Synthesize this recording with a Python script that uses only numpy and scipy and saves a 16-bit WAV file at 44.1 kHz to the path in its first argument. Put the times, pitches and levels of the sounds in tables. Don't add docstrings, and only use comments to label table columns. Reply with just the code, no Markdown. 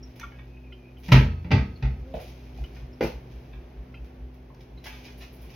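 import sys
import numpy as np
from scipy import signal
from scipy.fft import rfft, irfft
from scipy.io import wavfile
from scipy.ndimage import uniform_filter1d

SR = 44100
rng = np.random.default_rng(int(sys.argv[2]) if len(sys.argv) > 2 else 0)


def bounce(signal):
    frames = np.transpose(np.atleast_2d(signal))
    limited = np.clip(frames, -1, 1)
    pcm = np.round(limited * 32767).astype(np.int16)
    wavfile.write(sys.argv[1], SR, pcm)


N = 244755
TIME = np.arange(N) / SR
AGE = TIME[:SR]

# f/Hz, level/dB
WOOD_SPECTRUM = [(90, -17.5), (200, 5.5), (330, 2), (500, 1), (650, -2.5), (880, 0), (1030, -7), (1250, -6),
                 (1520, -3.5), (1720, -5), (1950, 0), (2350, 0.5), (3100, -6.5), (4400, -12), (6200, -21),
                 (8000, -51), (12000, -35.5), (16000, -45)]
FLOOR_HZ = 57.04
SNAPS_PER_S, POPS_PER_S = 850, 550


def amp(db):
    return 10 ** (np.asarray(db) / 20)


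def unit(x):
    return x / np.sqrt(np.mean(x ** 2))


def curve(rows, axis=1):
    rows = np.array(rows)
    return np.interp(TIME, rows[:, 0], rows[:, axis])


def during(rows):
    return (TIME > rows[0][0]) & (TIME < rows[-1][0])


def fade(t60):
    return np.exp(-np.log(1000) * AGE / t60)


def swell_in(rise):
    return 1 - np.exp(-AGE / rise)


def add(track, s, x):
    start = max(int(s * SR), 0)
    part = x[..., :max(N - start, 0)]
    track[..., start:start + part.shape[-1]] += part


def convolve(x, response):
    return signal.fftconvolve(x, response, axes=-1)[..., :x.shape[-1]]


def walk(rate):
    hold = int(SR / rate)
    steps_held = np.repeat(rng.standard_normal(N // hold + 1), hold)
    smooth = uniform_filter1d(uniform_filter1d(steps_held, hold), hold)
    return unit(smooth[:N])


def click(points, tilt_db=0, size=4096):
    octave = np.log2(np.maximum(np.fft.rfftfreq(size, 1 / SR), 1))
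    hz, db = np.transpose(points)
    level_db = np.interp(octave, np.log2(hz), db) + tilt_db * octave
    cepstrum = irfft(np.log(amp(level_db)))
    cepstrum[1:size // 2] *= 2
    cepstrum[size // 2 + 1:] = 0
    pulse = irfft(np.exp(rfft(cepstrum)))
    return pulse / np.linalg.norm(pulse)


def contact(points, t60, rise=.001, tilt_db=0):
    force = rng.standard_normal(SR) * fade(t60) * swell_in(rise)
    force /= np.linalg.norm(force)
    return convolve(force, click(points, tilt_db)) * np.sqrt(SR / 100)


def ring(modes, ratio=1, tilt_db=0):
    tones = 0
    for hz, db, t60, rise in modes:
        octaves_up = np.log2(hz / modes[0][0])
        tone = np.sin(2 * np.pi * hz * ratio * AGE)
        tones = tones + amp(db + tilt_db * octaves_up) * tone * fade(t60) * swell_in(rise)
    return tones


def sparkle(modes, spread=0.75, rise=0.0013):
    blur_hz_per_khz = 2
    tones = 0
    for hz, db, t60 in modes:
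        ports = rng.uniform(0, 2 * np.pi) + spread * rng.standard_normal((2, 1))
        phase_step = np.sqrt(2 * np.pi * blur_hz_per_khz * hz / 1000 / SR)
        jitter = np.cumsum(rng.standard_normal(SR)) * phase_step
        tones = tones + amp(db) * fade(t60) * np.sin(2 * np.pi * hz * AGE + ports + jitter)
    return tones * swell_in(rise)


def thud(hz, length):
    swell = (2 * AGE / length) ** 2
    return swell * np.exp(1 - swell) * np.sin(2 * np.pi * hz * AGE)


def buckles(size, snaps_per_s, spread_db):
    sizes = amp(spread_db * np.minimum(rng.exponential(size=size), 4)) * rng.standard_normal(size)
    return sizes * (rng.random(size) < snaps_per_s / SR)


def snap_cloud(length, snaps_per_s, spread_db):
    cloud = swell_in(0.4 * length) * np.exp(-1.8 * (AGE / length) ** 2)
    snaps = buckles(SR, snaps_per_s, spread_db) * cloud
    return snaps * np.sqrt((length + 0.0033) * SR) / (np.linalg.norm(snaps) + 1e-12)


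def diffuse(size):
    # f/Hz, side level/dB
    port_width = [(120, -32), (500, -5.5), (950, 1.5), (1900, -5.5), (5500, -0.5), (10000, -4)]
    mid, side = rng.standard_normal((2, size))
    hz, db = np.transpose(port_width)
    bins_hz = np.maximum(np.fft.rfftfreq(size, 1 / SR), 1)
    gain = amp(np.interp(np.log(bins_hz), np.log(hz), db))
    side = irfft(rfft(side) * gain, size)
    return np.array([mid + side, mid - side])


def kitchen(dry, direct_db, pan_db=0):
    t60_s, treble_t60_s = 0.33, 0.32
    echoes = diffuse(SR)
    low = signal.sosfilt(signal.butter(1, 3500, fs=SR, output="sos"), echoes)
    response = low * fade(t60_s) + (echoes - low) * fade(treble_t60_s)
    response *= swell_in(0.00057)
    response /= np.linalg.norm(response[0])
    response[:, 0] += amp(direct_db)
    ports = np.array([dry * amp(pan_db / 2), dry * amp(-pan_db / 2)])
    return convolve(ports, response)


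def appliances():
    # f/Hz, level/dB rms
    motor_notes = [(59.2, -47.5), (124.5, -53.5), (251.5, -55.5), (344.5, -68), (376.8, -66)]
    # f/Hz, level/dB
    air_spectrum = [(20, -22.5), (38, -14.5), (55, 8.5), (85, -8.5), (130, -3), (180, -8), (260, -14),
                    (370, -9.5), (500, -15), (750, -19.5), (1200, -29.5), (1700, -29.5), (2400, -29.5),
                    (4000, -40), (6200, -44.5), (8200, -75.5), (10800, -47.5), (16000, -52)]
    # t/s, level/dB
    air_levels = [(0, -49), (1, -50), (2.2, -46.5), (3.4, -46), (4.5, -49), (5.55, -46)]
    hum = 0
    for hz, db in motor_notes:
        waver = np.sqrt(hz / motor_notes[0][0])
        level = np.sqrt(2) * amp(db + waver * walk(7))
        phase = 2 * np.pi * hz * TIME + .35 * waver * walk(5 * waver)
        hum = hum + level * np.sin(phase)
    air = unit(convolve(diffuse(N), click(air_spectrum)[None]))
    return hum + air * amp(curve(air_levels) + .5 * walk(6))


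def foil_and_bang_edge(spread_db=2.5):
    # t/s, level/dB
    handling_levels = [(0, -68), (.3, -68.5), (.6, -74), (2.05, -70), (2.28, -57), (2.45, -65),
                       (2.6, -62.5), (2.9, -75), (3.45, -68), (3.85, -82), (4.7, -82), (4.95, -56.5),
                       (5.12, -60.5), (5.36, -66), (5.55, -53)]
    # t/s, crackle level/dB, sizzle level/dB, length/s
    treble_bursts = [(0.151, -59.5, -66, 0.025), (0.19, -56.5, -76, 0.0083), (0.973, -69, -69, 0.057),
                     (1.025, -51, -62.5, 0.072), (1.115, -28.5, -43, 0.02), (2.145, -56, -68, 0.03),
                     (2.184, -55.5, -64, 0.09), (2.728, -60, -73, 0.072), (3.016, -44, -55, 0.059),
                     (3.296, -63, -76, 0.028), (4.038, -65, -75, 0.023), (4.336, -66, -72, 0.014),
                     (4.594, -59, -73, 0.022), (4.835, -45.5, -55.5, 0.05), (5.039, -50.5, -65.5, 0.032),
                     (5.172, -63, -61, 0.033), (5.198, -51.5, -66, 0.048), (5.322, -78, -62, 0.033),
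                     (5.406, -67, -63, 0.04)]
    # f/Hz, level/dB
    crackle_spectrum = [(400, -5), (700, 7.5), (920, -0.5), (1200, -5), (1700, -6.5), (2350, 7.5),
                        (3800, -1), (5500, -1), (6600, -6.5), (8000, -54.5), (16000, -48)]
    sizzle_spectrum = [(5000, -70.5), (8000, -42.5), (10500, 21), (15000, 16.5), (17000, 14)]
    crackle = unit(buckles(N, SNAPS_PER_S, spread_db)) * amp(curve(handling_levels))
    sizzle = amp(-12) * crackle
    for s, crackle_db, sizzle_db, length in treble_bursts:
        snaps = snap_cloud(length, SNAPS_PER_S, spread_db)
        add(crackle, s, amp(crackle_db) * snaps)
        add(sizzle, s, amp(sizzle_db) * snaps)
    layers = convolve(crackle, click(crackle_spectrum)) + convolve(sizzle, click(sizzle_spectrum))
    return kitchen(layers, direct_db=-5)


def tap_drips():
    # t/s, bubble f/Hz, bubble level/dB, bowl level/dB
    drip_events = [(0.027, 5570, -52.5, -83), (0.23, 1380, -39, -54), (0.232, 1157, -44.5, -68),
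                   (0.722, 3040, -53, -54), (0.967, 3020, -61.5, -66.5), (1.755, 4280, -59.5, -78),
                   (2.638, 2985, -51.5, -54.5), (2.927, 5300, -65, -79), (3.941, 2520, -50.5, -52.5),
                   (3.967, 2644, -57.5, -77), (4.773, 4050, -60, -66)]
    # f/Hz, level/dB, t60/s
    bowl_modes = [(1394, 3.5, 0.035), (2103, 10, 0.025), (2540, -2.5, 0.07), (2820, -7.5, 0.1),
                  (3130, -9, .15), (4000, -17, .08), (4700, -22.5, 0.14), (5300, -16.5, .05)]
    bubble_s = 0.017
    drops = np.zeros(N)
    life = np.exp(-(AGE / bubble_s) ** 2) * swell_in(0.0062)
    for s, hz, bubble_db, bowl_db in drip_events:
        pitch = hz * (1 + .03 * walk(1200)[:SR])
        bubble = np.sin(2 * np.pi * np.cumsum(pitch) / SR) * life
        bowl = sparkle(bowl_modes, rise=0.0063)[0]
        add(drops, s, amp(bubble_db) * bubble + amp(bowl_db) * bowl)
    return kitchen(drops, direct_db=10)


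def pan_pops():
    # t/s, level/dB, length/s
    rib_pops = [(0.194, -49.5, 0.048), (0.313, -54.5, 0.014), (0.385, -51.5, 0.0096), (2.183, -55, 0.025),
                (2.757, -58, 0.028), (3.516, -57, 0.043), (4.845, -45, 0.029), (4.891, -53, 0.071),
                (5.06, -56, 0.035), (5.203, -54, 0.035), (5.429, -61, 0.016)]
    # f/Hz, level/dB, t60/s
    wall_modes = [(954, -0.5, 0.024), (1205, -7, 0.036), (1560, 2.5, 0.017), (1866, -2.5, 0.03),
                  (2238, 4, 0.021), (2506, 2, 0.024), (3050, -4, 0.02), (3450, 5, 0.012)]
    # f/Hz, level/dB, t60/s
    base_modes = [(920, -42, 0.028), (1080, -41, .03)]
    wall_bend, base_pop_s = .07, 4.5
    pops = np.zeros(N)
    for s, db, length in rib_pops:
        bend = 1 + wall_bend * rng.standard_normal()
        wall = sparkle([(hz * bend, mode_db, t60) for hz, mode_db, t60 in wall_modes])[0]
        snaps = snap_cloud(length, POPS_PER_S, spread_db=2.5)
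        add(pops, s, amp(db) * convolve(snaps, wall / np.linalg.norm(wall)))
    add(pops, base_pop_s, sparkle(base_modes, rise=0.0043)[0])
    return kitchen(pops, direct_db=-2)


def foil_snaps():
    # t/s, level/dB
    snap_events = [(0.197, -48), (4.546, -66.5)]
    # f/Hz, level/dB
    snap_spectrum = [(500, -23), (2000, 10), (3500, -1), (6200, 5), (8000, -26), (12000, -2.5),
                     (16000, -15)]
    snaps = np.zeros(N)
    for s, db in snap_events:
        add(snaps, s, amp(db) * contact(snap_spectrum, t60=0.024, rise=0.0005))
    return kitchen(snaps, direct_db=2.0)


def hinge():
    # t/s, f/Hz, level/dB
    hinge_song = [(.3, 2480, -84), (.4, 2540, -74), (.44, 2500, -85), (.53, 2510, -74), (.57, 2510, -64),
                  (.6, 2510, -77), (.68, 2470, -69), (.78, 2420, -77), (.85, 2450, -65), (.92, 2477, -74.5),
                  (1.0, 2450, -81.5)]
    pitch = curve(hinge_song) * (1 + .035 * walk(1100) + .006 * walk(35))
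    grip = np.maximum(walk(110) + 2.2, 0)
    song = unit(np.sin(2 * np.pi * np.cumsum(pitch) / SR) * grip)
    return kitchen(song * amp(curve(hinge_song, axis=2)) * during(hinge_song), direct_db=7.0)


def wood_crack(tilt_db):
    return contact(WOOD_SPECTRUM, t60=0.025, rise=0.0055, tilt_db=tilt_db)


def cupboard(crack_pan_db=-1, ring_pan_db=-3, panel_db=-16, shelves_db=3):
    # t/s, crack level/dB, boom level/dB, air thump level/dB, thump f/Hz, boom tilt/(dB/octave)
    slam_events = [(1.1186, -15.5, -3.5, -31, 56.6, 0), (1.5139, -23, -19.5, -12, 95.2, 4.5),
                   (1.824, -35.5, -18.5, -18.5, 55.2, -1.5)]
    # f/Hz, level/dB, t60/s, build-up/s
    carcass_modes = [(56.5, 4.5, 0.4, 0.084), (82.93, -10, 0.93, 0.093), (128.2, -5, 0.45, 0.0027),
                     (131.04, 0, 0.43, 0.024), (145, -13.5, 0.44, 0.0076), (170, -11.5, 0.21, 0.052),
                     (205.9, -9, 0.45, 0.047), (240.6, -13.5, 0.41, 0.0087), (301, -26.5, 0.58, 0.0065),
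                     (383, -19, 0.31, 0.011), (451.4, -25, 0.47, 0.0081)]
    # f/Hz, level/dB, t60/s
    panel_modes = [(883, -1, 0.33), (1367, -7, 0.29), (1529, -9, 0.34), (1884, -4, 0.35), (1960, -1, 0.2),
                   (2056, 0, 0.19), (2239, -6, 0.31), (2449, -3, 0.23), (2702, -9, 0.27), (2842, -4, 0.2),
                   (3542, -12, 0.28), (3967, -13, 0.27), (4296, -25, 0.35), (4678, -12, 0.22),
                   (5179, -20, 0.3), (5696, -21, 0.28)]
    # f/Hz, level/dB, t60/s
    shelf_modes = [(1272, -24, .75), (1534, -17, .36), (1612, -22, .44), (2022, -21, .4), (2335, -25, .45),
                   (2470, -26, .5), (2590, -28, .45), (2630, -25, .6), (3461, -33, .6), (4385, -33, .6),
                   (4440, -36, .55), (5380, -35, .48), (6115, -42, .42)]
    # t/s, level/dB
    further_contacts = [(1.122, -12.5), (1.142, -22.5), (1.1596, -20), (1.208, -30), (1.5165, -22.5),
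                        (1.526, -33), (1.548, -31), (1.566, -39.5), (1.578, -29.5), (1.853, -37.5)]
    # t/s, level/dB
    touch_events = [(1.085, -30), (1.113, -28.5), (1.4437, -39.5), (1.506, -26.5)]
    hard_db, dulling = -15.5, 0.061
    thump_s = 0.067
    sway_s, sway_db, sway_hz = 0.0704, -6, 64
    touch_boom_db, touch_pitch = 7, 1.33

    cracks, booms, rings = np.zeros(N), np.zeros(N), np.zeros((2, N))
    for s, crack_db, boom_db, thump_db, thump_hz, tilt_db in slam_events:
        add(cracks, s, amp(crack_db) * wood_crack(dulling * (crack_db - hard_db)))
        add(booms, s, amp(boom_db) * ring(carcass_modes, tilt_db=tilt_db))
        add(booms, s, amp(thump_db) * thud(thump_hz, thump_s))
        add(booms, s + sway_s, amp(thump_db + sway_db) * thud(sway_hz, thump_s))
        add(rings, s, amp(crack_db + panel_db) * sparkle(panel_modes))
        add(rings, s, amp(crack_db + shelves_db) * sparkle(shelf_modes))
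    for s, db in further_contacts:
        add(cracks, s, amp(db) * contact(WOOD_SPECTRUM, t60=0.02, rise=0.0018, tilt_db=-3))
        add(rings, s, amp(db + panel_db) * sparkle(panel_modes))
    for s, db in touch_events:
        add(cracks, s, amp(db) * wood_crack(tilt_db=-4.5))
        add(booms, s, amp(db + touch_boom_db) * ring(carcass_modes, touch_pitch))
        add(rings, s, amp(db + panel_db) * sparkle(panel_modes))
    rings = rings * amp(2 * walk(59.36))
    ring_pan = amp(np.array([[ring_pan_db], [-ring_pan_db]]) / 2)
    return booms + rings * ring_pan + kitchen(cracks, direct_db=-4.0, pan_db=crack_pan_db)


def floor_sounds():
    # t/s, level/dB
    floor_thuds = [(1.977, -31.5), (2.124, -33), (2.587, -25.5), (2.807, -31), (3.019, -30), (3.123, -35)]
    # t/s, level/dB
    shoe_taps = [(2.139, -30), (2.165, -40), (2.584, -45.5)]
    # f/Hz, level/dB
    sole_spectrum = [(150, 8.5), (330, -0.5), (480, 5.5), (740, 5.5), (900, -5), (1200, -21.5),
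                     (3000, -14.5), (7000, -49), (16000, -38)]
    # t/s, slip rate f/Hz, level/dB
    board_creak = [(2.02, 239, -57), (2.08, 269.4, -47), (2.14, 267.3, -46.5), (2.22, 255, -57)]
    thud_s, board_hz, board_db = 0.073, 134.4, -12
    thuds, taps = np.zeros(N), np.zeros(N)
    for s, db in floor_thuds:
        add(thuds, s, amp(db) * (thud(FLOOR_HZ, thud_s) + amp(board_db) * thud(board_hz, thud_s)))
    for s, db in shoe_taps:
        add(taps, s, amp(db) * contact(sole_spectrum, t60=0.026, rise=0.0019))
    slip_hz = curve(board_creak) * (1 + 0.013 * walk(90))
    slip = 2 * np.pi * np.cumsum(slip_hz) / SR
    tone = np.sin(slip) + amp(-1.0) * np.sin(2 * slip)
    creak = during(board_creak) * amp(curve(board_creak, axis=2)) * tone
    return thuds + creak + kitchen(taps, direct_db=-4)


def oven(skin_direct_db=1.0, skin_room_db=-10):
    # t/s, ring level/dB, clack level/dB
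    oven_knocks = [(3.008, -25.5, -24), (3.026, -23.5, -33), (3.044, -36, -35), (3.0625, -43, -41)]
    # f/Hz, level/dB, t60/s, build-up/s
    skin_modes = [(126.5, -9.5, 0.47, 0.0085), (168, -6.5, 0.16, 0.013), (235.6, -3.5, 0.23, 0.0095),
                  (339, -3.5, 0.16, 0.0068), (433.3, 6.5, 0.076, 0.0023), (482.5, 3, 0.096, 0.0027),
                  (541, -1.5, 0.091, 0.0036), (648, -11.5, 0.21, 0.0017), (1498, -31, 0.24, .002),
                  (2050, -25, 0.19, 0.0018), (2390, -10, 0.065, 0.0017), (2480, -27, 0.23, .002)]
    # f/Hz, level/dB
    clack_spectrum = [(200, 1.5), (520, 6.5), (800, 3.5), (1150, -6.5), (2400, -7), (3600, -17),
                      (6000, -21), (8000, -60), (12000, -34), (16000, -36)]
    clacks, skin = np.zeros(N), np.zeros(N)
    for s, ring_db, clack_db in oven_knocks:
        add(clacks, s, amp(clack_db) * contact(clack_spectrum, t60=0.031, rise=0.0029))
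        add(skin, s, amp(ring_db) * ring(skin_modes))
    return amp(skin_direct_db) * skin + kitchen(clacks + amp(skin_room_db) * skin, direct_db=-4.0)


def judder(count=5):
    start_s, period_s, length_s, level_db = 3.315, .219, 0.1, -34
    thuds = np.zeros(N)
    for k in range(count):
        add(thuds, start_s + k * period_s, amp(level_db) * thud(FLOOR_HZ, length_s))
    return thuds


def scene():
    foil_and_pan = foil_and_bang_edge() + pan_pops() + foil_snaps()
    doors = hinge() + cupboard() + oven() + judder()
    return appliances() + tap_drips() + foil_and_pan + doors + floor_sounds()


def record(dry):
    top_hz = 15900
    sound = signal.sosfilt(signal.butter(2, 28, "high", fs=SR, output="sos"), dry)
    sound = sound / (1 + sound ** 6) ** (1 / 6)
    return signal.sosfilt(signal.ellip(10, .2, 80, top_hz, fs=SR, output="sos"), sound)


dry = scene()
out = record(dry)
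bounce(out)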